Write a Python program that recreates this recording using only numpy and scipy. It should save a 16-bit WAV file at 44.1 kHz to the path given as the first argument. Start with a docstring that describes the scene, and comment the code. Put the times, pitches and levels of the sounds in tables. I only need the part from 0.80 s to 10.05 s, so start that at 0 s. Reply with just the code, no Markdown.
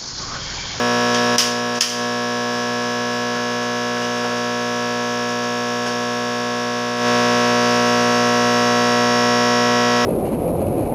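"""Electrical panel in a small room.

One microphone in a hard-walled room, near a live panel whose iron hums and buzzes over dull ventilation.
A metal tool clacks twice against the panel; hands knock and click softly among the breakers.
The recorder's gain control ducks at the clacks and keeps the hum low for five seconds before it lets go.
Near the end the loose iron seats itself for a moment and its rattle eases."""
import sys
import numpy as np
from scipy import signal
from scipy.fft import rfft, irfft, next_fast_len
from scipy.io import wavfile
from scipy.ndimage import uniform_filter1d, minimum_filter1d, map_coordinates

SR = 44100
rng = np.random.default_rng(int(sys.argv[2]) if len(sys.argv) > 2 else 0)


def store_pcm(level_fs):
    """Save levels as 16-bit WAV."""
    pcm = np.round(np.clip(level_fs, -1, 1) * 32767).astype(np.int16)
    wavfile.write(sys.argv[1], SR, np.atleast_2d(pcm).T)


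N = 407925
TIME = np.arange(N) / SR
MAINS_HZ, BAND_EDGE_HZ = 60.308, 15520


def gain_of(db):
    """Decibels to amplitude."""
    return 10 ** (np.asarray(db) / 20)


def unit(x):
    """Scales to an energy of one."""
    return x / np.sqrt(np.sum(x ** 2) + 1e-20)


def read(points, hz):
    """Reads a spectrum table on a log-frequency axis."""
    table_hz, value = np.transpose(points)
    return np.interp(np.log(hz + 1), np.log(table_hz + 1), value)


def add(mix, start_s, sound):
    """Mixes a sound in, in place."""
    part = mix[round(start_s * SR):][:len(sound)]
    part += sound[:len(part)]


def tinted(x, points):
    """Filters by a spectrum table with minimum phase, so that attacks stay sharp."""
    size = next_fast_len(len(x) + 4096)
    hz = abs(np.fft.fftfreq(size, 1 / SR))
    log_gain = np.log(gain_of(read(points, hz)))
    response = np.exp(np.conj(signal.hilbert(log_gain)))
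    return np.fft.ifft(np.fft.fft(x, size) * response).real[:len(x)]


def drift(shape, size):
    """Random values of rms one that change smoothly over about size rows."""
    noise = rng.standard_normal(shape)
    for _ in range(2):
        noise = uniform_filter1d(noise, size, axis=0, mode="wrap")
    return noise / noise.std()


def held(x, seconds):
    """Holds each peak for the given time."""
    size = round(seconds * SR)
    return -minimum_filter1d(-x, size, mode="constant", origin=(size - 1) // 2)


def reflections():
    """The tail off the hard walls: noise that dies at its own speed in each band; energy one."""
    # The room's decay. Each row: frequency in Hz, seconds to fall 60 dB.
    decay_times = [(200, 0.38), (1000, 0.46), (3000, 0.58), (6000, 0.52), (10000, 0.42), (15000, 0.4)]
    hz, t, bands = signal.stft(rng.standard_normal(SR * 3 // 4), SR, nperseg=256)
    fade = gain_of(-60 * t / read(decay_times, hz)[:, None])
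    return unit(signal.istft(bands * fade, SR, nperseg=256)[1])


def room(wet_db):
    """The path to the microphone: direct sound, then the walls' reflections."""
    path = gain_of(wet_db) * reflections()
    path[0] += 1
    return unit(path)


def ventilation(swell_db=-1.1, top_hz=2300):
    """Moving air and distant machinery: a soft, dull rush behind the hum."""
    # The rush's spectrum. Each row: frequency in Hz, level in dB.
    spectrum = [(25, -83.5), (60, -86), (110, -70.5), (220, -69.5), (330, -74.5), (470, -68.5), (700, -68),
                (1100, -65.5), (1700, -73), (2200, -75)]
    rush = tinted(rng.standard_normal(N) * np.sqrt(SR / 2), spectrum)
    rush = signal.sosfilt(signal.butter(3, top_hz, fs=SR, output="sos"), rush)
    return rush * gain_of(swell_db * drift(N, size=SR // 3))


def seated(t, from_s=8.1, until_s=8.95, seat_s=0.3, unseat_s=0.16):
    """How firmly the panel's iron sits, from 0 (loose) to 1."""
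    return np.clip(np.minimum((t - from_s) / seat_s, (until_s - t) / unseat_s), 0, 1)


def looseness_db(t, loose_db=2.5, firm_db=-6):
    """Gain of the uneven part of the iron's slapping: it falls as the iron seats itself."""
    return loose_db + (firm_db - loose_db) * seated(t)


def hum_levels(multiples):
    """Levels in dB of the magnetised iron's tones, at multiples of the mains frequency."""
    # Even multiples, from the iron flexing twice a cycle. Each row: frequency in Hz, level in dB.
    even = [(120, -33.5), (360, -34), (840, -40), (1200, -40), (1450, -44.5), (1930, -38), (2050, -52.5),
            (2290, -39.5), (2600, -40), (3250, -50.5), (3380, -40), (3600, -54), (4000, -54)]
    # Odd multiples, from unequal half cycles. Each row: frequency in Hz, level in dB.
    odd = [(60, -69.5), (300, -55), (540, -39), (670, -48), (1030, -47.5), (1270, -45), (2100, -41.5),
           (2230, -57), (2850, -38.5), (3400, -44.5), (3900, -41)]
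    # Overtones the cabinet radiates strongly. Each row: multiple, level in dB.
    strong_tones = [(3, -39), (4, -23), (7, -37), (8, -24), (10, -26), (12, -27), (16, -29), (18, -27),
                    (19, -34), (22, -29), (25, -35), (26, -35), (27, -37), (28, -28.5)]
    hz = multiples * MAINS_HZ
    db = np.where(multiples % 2, read(odd, hz), read(even, hz))
    for multiple, strong_db in strong_tones:
        db[multiples == multiple] = strong_db
    return db


def buzz_lines(multiples, back_slap=0.63, ring_s=0.003, wash=0.52, size=4096):
    """Harmonics of loose iron slapping twice a cycle, unequally, over a wash of reflections."""
    # The buzz above the hum. Each row: frequency in Hz, level of the lines there in dB.
    spectrum = [(4100, -58.5), (4500, -46), (4900, -46), (5450, -39.5), (6100, -49.5), (6900, -51),
                (7600, -69), (8800, -64), (10000, -66), (11000, -77), (12000, -64), (13500, -85),
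                (15300, -83)]
    t = np.arange(size) / size / MAINS_HZ
    ring = rng.standard_normal(size) * np.exp(-t / ring_s)
    cycle = ring + back_slap * np.roll(ring, size // 2) + wash * rng.standard_normal(size)
    lines = rfft(cycle)[multiples.astype(int)]
    local_rms = np.sqrt(uniform_filter1d(abs(lines) ** 2, size=7))
    return lines / local_rms * gain_of(read(spectrum, multiples * MAINS_HZ))


def panel_hum(hum_top_hz=4000, wander=0.079, wander_hz=1400, firming=0.14, frames=186, size=4096):
    """A repeating mains cycle of hum and buzz; it wavers as a body moves through the standing waves."""
    # Where the worker stands in those waves. Each row: time in seconds, position from -1 to 1.
    stance = [(0, -0.68), (2.7, -0.93), (5.3, -0.14), (8, 0.73), (9.25, 1)]
    # Overtones this movement lifts or shades. Each entry: mains multiple, dB per unit of position.
    shaded = {18: 0.43, 22: 0.75, 28: -3, 32: 7}
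    multiples = np.arange(1, BAND_EDGE_HZ // MAINS_HZ + 1)
    hz, t = multiples * MAINS_HZ, np.linspace(0, N / SR, frames)
    is_hum = hz < hum_top_hz
    lines = buzz_lines(multiples)
    lines[is_hum] = gain_of(hum_levels(multiples[is_hum])) * np.exp(1j * np.angle(lines[is_hum]))
    depth = wander * np.minimum(hz / wander_hz, 3)  # short waves feel the movement most
    shape = (frames, len(hz))
    lines = lines * (1 + depth * (drift(shape, size=25) + 1j * drift(shape, size=25)))
    position = np.interp(t, *np.transpose(stance))
    for multiple, db in shaded.items():
        lines[:, round(multiple) - 1] *= gain_of(db * position)
    # seated iron slaps evenly, so the buzz's lines stand out, and one leaf sings 3 dB above them
    lines[:, ~is_hum] *= gain_of(-firming * looseness_db(t))[:, None]
    whine_band = np.exp(-((hz - 5470) / 150) ** 2)
    lines *= gain_of(3 * np.outer(seated(t), whine_band))
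    # one cycle a frame, read round at the mains rate while the frames blend
    cycles = irfft(np.pad(lines, ((0, 0), (1, 0))), size) * size / np.sqrt(2)
    cycles = np.hstack([cycles, cycles[:, :1]])
    frame, phase = np.linspace(0, frames - 1, N), TIME * MAINS_HZ % 1
    return map_coordinates(cycles, [frame, phase * size], order=1)


def iron_rattle(leaves=4, sway=0.31, low_hz=2000):
    """No two slaps are alike: their sizes sway and jump, and spread noise between the buzz's lines."""
    # The uneven part of the slapping. Each row: frequency in Hz, level in dB.
    spectrum = [(2200, -78.5), (2900, -73), (3600, -76.5), (4150, -83), (4700, -72), (5300, -67.5),
                (6000, -71.5), (7000, -86.5), (7700, -85), (9000, -95.5), (12000, -92), (15000, -103)]
    half_cycles = np.round(np.arange(0, N - 200, SR / MAINS_HZ / 2)).astype(int)
    count, rattle = len(half_cycles), np.zeros(N)
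    for lag in rng.integers(0, 160, size=leaves):  # each loose leaf slaps at its own moment
        slaps = np.zeros(N)
        slaps[half_cycles + lag] = rng.uniform(-1, 1, count) + sway * drift(count, size=6)
        rattle += signal.oaconvolve(slaps, room(wet_db=6))[:N]
    rattle = tinted(unit(rattle) * np.sqrt(N * SR / 2), spectrum)
    rattle = signal.sosfilt(signal.butter(2, low_hz, "high", fs=SR, output="sos"), rattle)
    return rattle * gain_of(looseness_db(TIME))


def steel_blow(ring_db=-8, crack_s=0.0018, early_db=2, early_s=0.034, wet_db=1):
    """A short crack, its early echoes off the cabinets, the room's tail and ringing steel; energy one."""
    # The colour of a clack. Each row: frequency in Hz, relative level in dB.
    colour = [(300, -34), (700, -31), (1100, -8), (1800, -7.5), (2300, -8), (3000, -2), (4100, -9.5),
              (4900, 1.5), (5700, 1), (6600, -4.5), (7700, -15.5), (10000, -16.5), (13500, -24),
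              (15300, -25)]
    # Modes of tool and panel. Each row: frequency in Hz, relative level in dB, seconds to fall 60 dB.
    modes = [(1090, -8, 0.53), (1286, -17, 0.32), (1840, 0, 0.22), (2412, -16, 1), (2930, -33, 0.49),
             (3010, -16, .4), (3180, 3, 0.39), (5000, -4, 0.29), (5030, -11, 0.34), (5630, -15, 0.15),
             (5220, 14, 0.094), (6130, -4, 0.56), (6300, -12, .45), (6700, -5, 0.48), (8200, -19, .35)]
    t = np.arange(SR // 2) / SR
    crack = unit(rng.standard_normal(len(t)) * np.exp(-t / crack_s))
    early = unit(rng.standard_normal(len(t)) * np.exp(-t / early_s))
    tail = reflections()[:len(t)]
    burst = tinted(crack + gain_of(early_db) * early + gain_of(wet_db) * tail, colour)
    ring = sum(gain_of(db - 60 * t / t60) * np.sin(2 * np.pi * (hz * t + rng.random()))
               for hz, db, t60 in modes)
    return unit(unit(burst) + gain_of(ring_db) * unit(ring))


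def fumbles(count=9, from_s=1.4, until_s=5.4, knock_db=-33.5, click_db=-35, decay_s=0.012):
    """Faint random contacts of hands in the box, on parts pitched from 600 to 1500 Hz."""
    step_s = (until_s - from_s) / count
    return [(from_s + (i + when) * step_s, knock_db, click_db, decay_s, 600 + 900 * pitch)
            for i, (when, pitch) in enumerate(rng.random((count, 2)))]


def breaker_touches(knock_gain_db=34, click_gain_db=32, part_db=1, part_s=0.0035, soft_hz=9000):
    """Each contact is a short scuff that knocks the box and a part in it, and clicks softly on steel."""
    # The clearer contacts. Each row: start in seconds, relative knock and click levels in dB,
    # the scuff's decay in seconds, the knocked part's pitch in Hz.
    contacts = [ (0.345, -44, -22.5, 0.0035, 1500), (0.949, -39, -24, 0.024, 1200),
                (2.553, -26, -38, 0.0054, 1480), (3.17, -29, -36, .006, 1530), (3.215, -29, -29, .03, 2900),
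                (3.437, -25.5, -41, 0.0047, 1390), (3.446, -28, -40, .012, 704),
                (3.495, -28, -41, .008, 560), (3.567, -38, -30, 0.013, 2800),
                (4.485, -33, -31, 0.017, 1100), (5.062, -27, -27, .006, 1530),
                (5.074, -30, -26, 0.0095, 500)]
    # The breaker box when knocked. Each row: frequency in Hz, relative level in dB.
    box_colour = [(40, -31), (200, -2), (330, -10), (480, 7), (750, 0), (1000, -5), (1600, -10),
                  (2200, -16), (3000, -11), (4200, -34), (12000, -51)]
    out, t = np.zeros(N), np.arange(SR // 5) / SR
    soften = signal.butter(2, soft_hz, fs=SR, output="sos")
    for start_s, knock_db, click_db, decay_s, hz in contacts + fumbles():
        scuff = signal.sosfilt(soften, rng.standard_normal(len(t)) * np.exp(-t / decay_s))
        part_ring = np.exp(-t / part_s) * np.cos(2 * np.pi * hz * t)
        part = signal.fftconvolve(scuff, part_ring)[:len(t)]
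        knock = unit(tinted(scuff, box_colour)) + gain_of(part_db) * unit(part)
        knock = unit(signal.fftconvolve(knock, room(wet_db=1)))
        click = unit(signal.fftconvolve(scuff, steel_blow()))
        add(out, start_s, gain_of(knock_db + knock_gain_db) * knock)
        add(out, start_s, gain_of(click_db + click_gain_db) * click)
    return out


def tool_clacks(gain_db=34):
    """The metal tool hits the panel twice, each time in a quick cluster of rebounds."""
    # Strikes and rebounds. Each row: start in seconds, relative level in dB.
    strikes = [(0.5826, -7.5), (0.592, -12.5), (0.606, -15), (1.0065, -16), (1.0091, -1.5), (1.021, -13.5),
               (1.0325, -17), (1.1, -21)]
    out = np.zeros(N)
    for start_s, db in strikes:
        add(out, start_s, gain_of(db + gain_db) * steel_blow())
    return out


def scene():
    """Everything reaches one microphone, which feeds both channels."""
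    microphone = panel_hum() + iron_rattle() + ventilation() + tool_clacks() + breaker_touches()
    return np.tile(microphone, (2, 1))


def gain_control(x, ceiling_db=-10, ahead_s=0.018, hold_s=0.037, long_cut_db=6.0, long_hold_s=5.148,
                 release_db_per_s=58, start_db=2.0, settle_s=1.0):
    """A look-ahead limiter; part of each cut is held for seconds, and the gain settles after switch-on."""
    power_db = 10 * np.log10(abs(uniform_filter1d(x[0] ** 2, size=220)) + 1e-12)
    over_db = np.maximum(power_db - ceiling_db, 0)
    over_db = np.interp(TIME + ahead_s, TIME, over_db)
    brief_db = held(over_db, hold_s + ahead_s)
    lasting_db = held(np.minimum(over_db, long_cut_db), long_hold_s)
    cut_db = np.maximum(brief_db, lasting_db)
    ramp_db = release_db_per_s * TIME
    cut_db = np.maximum.accumulate(cut_db + ramp_db) - ramp_db  # cuts let go at the release rate
    cut_db = np.maximum(cut_db, start_db * np.exp(-TIME / settle_s))
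    return x / gain_of(uniform_filter1d(cut_db, size=100))


def record(dry):
    """The recorder: gain control, a soft ceiling on the highest peaks, then the band limit."""
    ducked = gain_control(dry)
    rounded = ducked / (1 + (ducked / 0.85) ** 8) ** (1 / 8)
    lowpass = signal.firwin(1023, BAND_EDGE_HZ, window=("kaiser", 9), fs=SR)
    return signal.oaconvolve(rounded, lowpass[None], "same", axes=1)


dry = scene()
out = record(dry)
store_pcm(out)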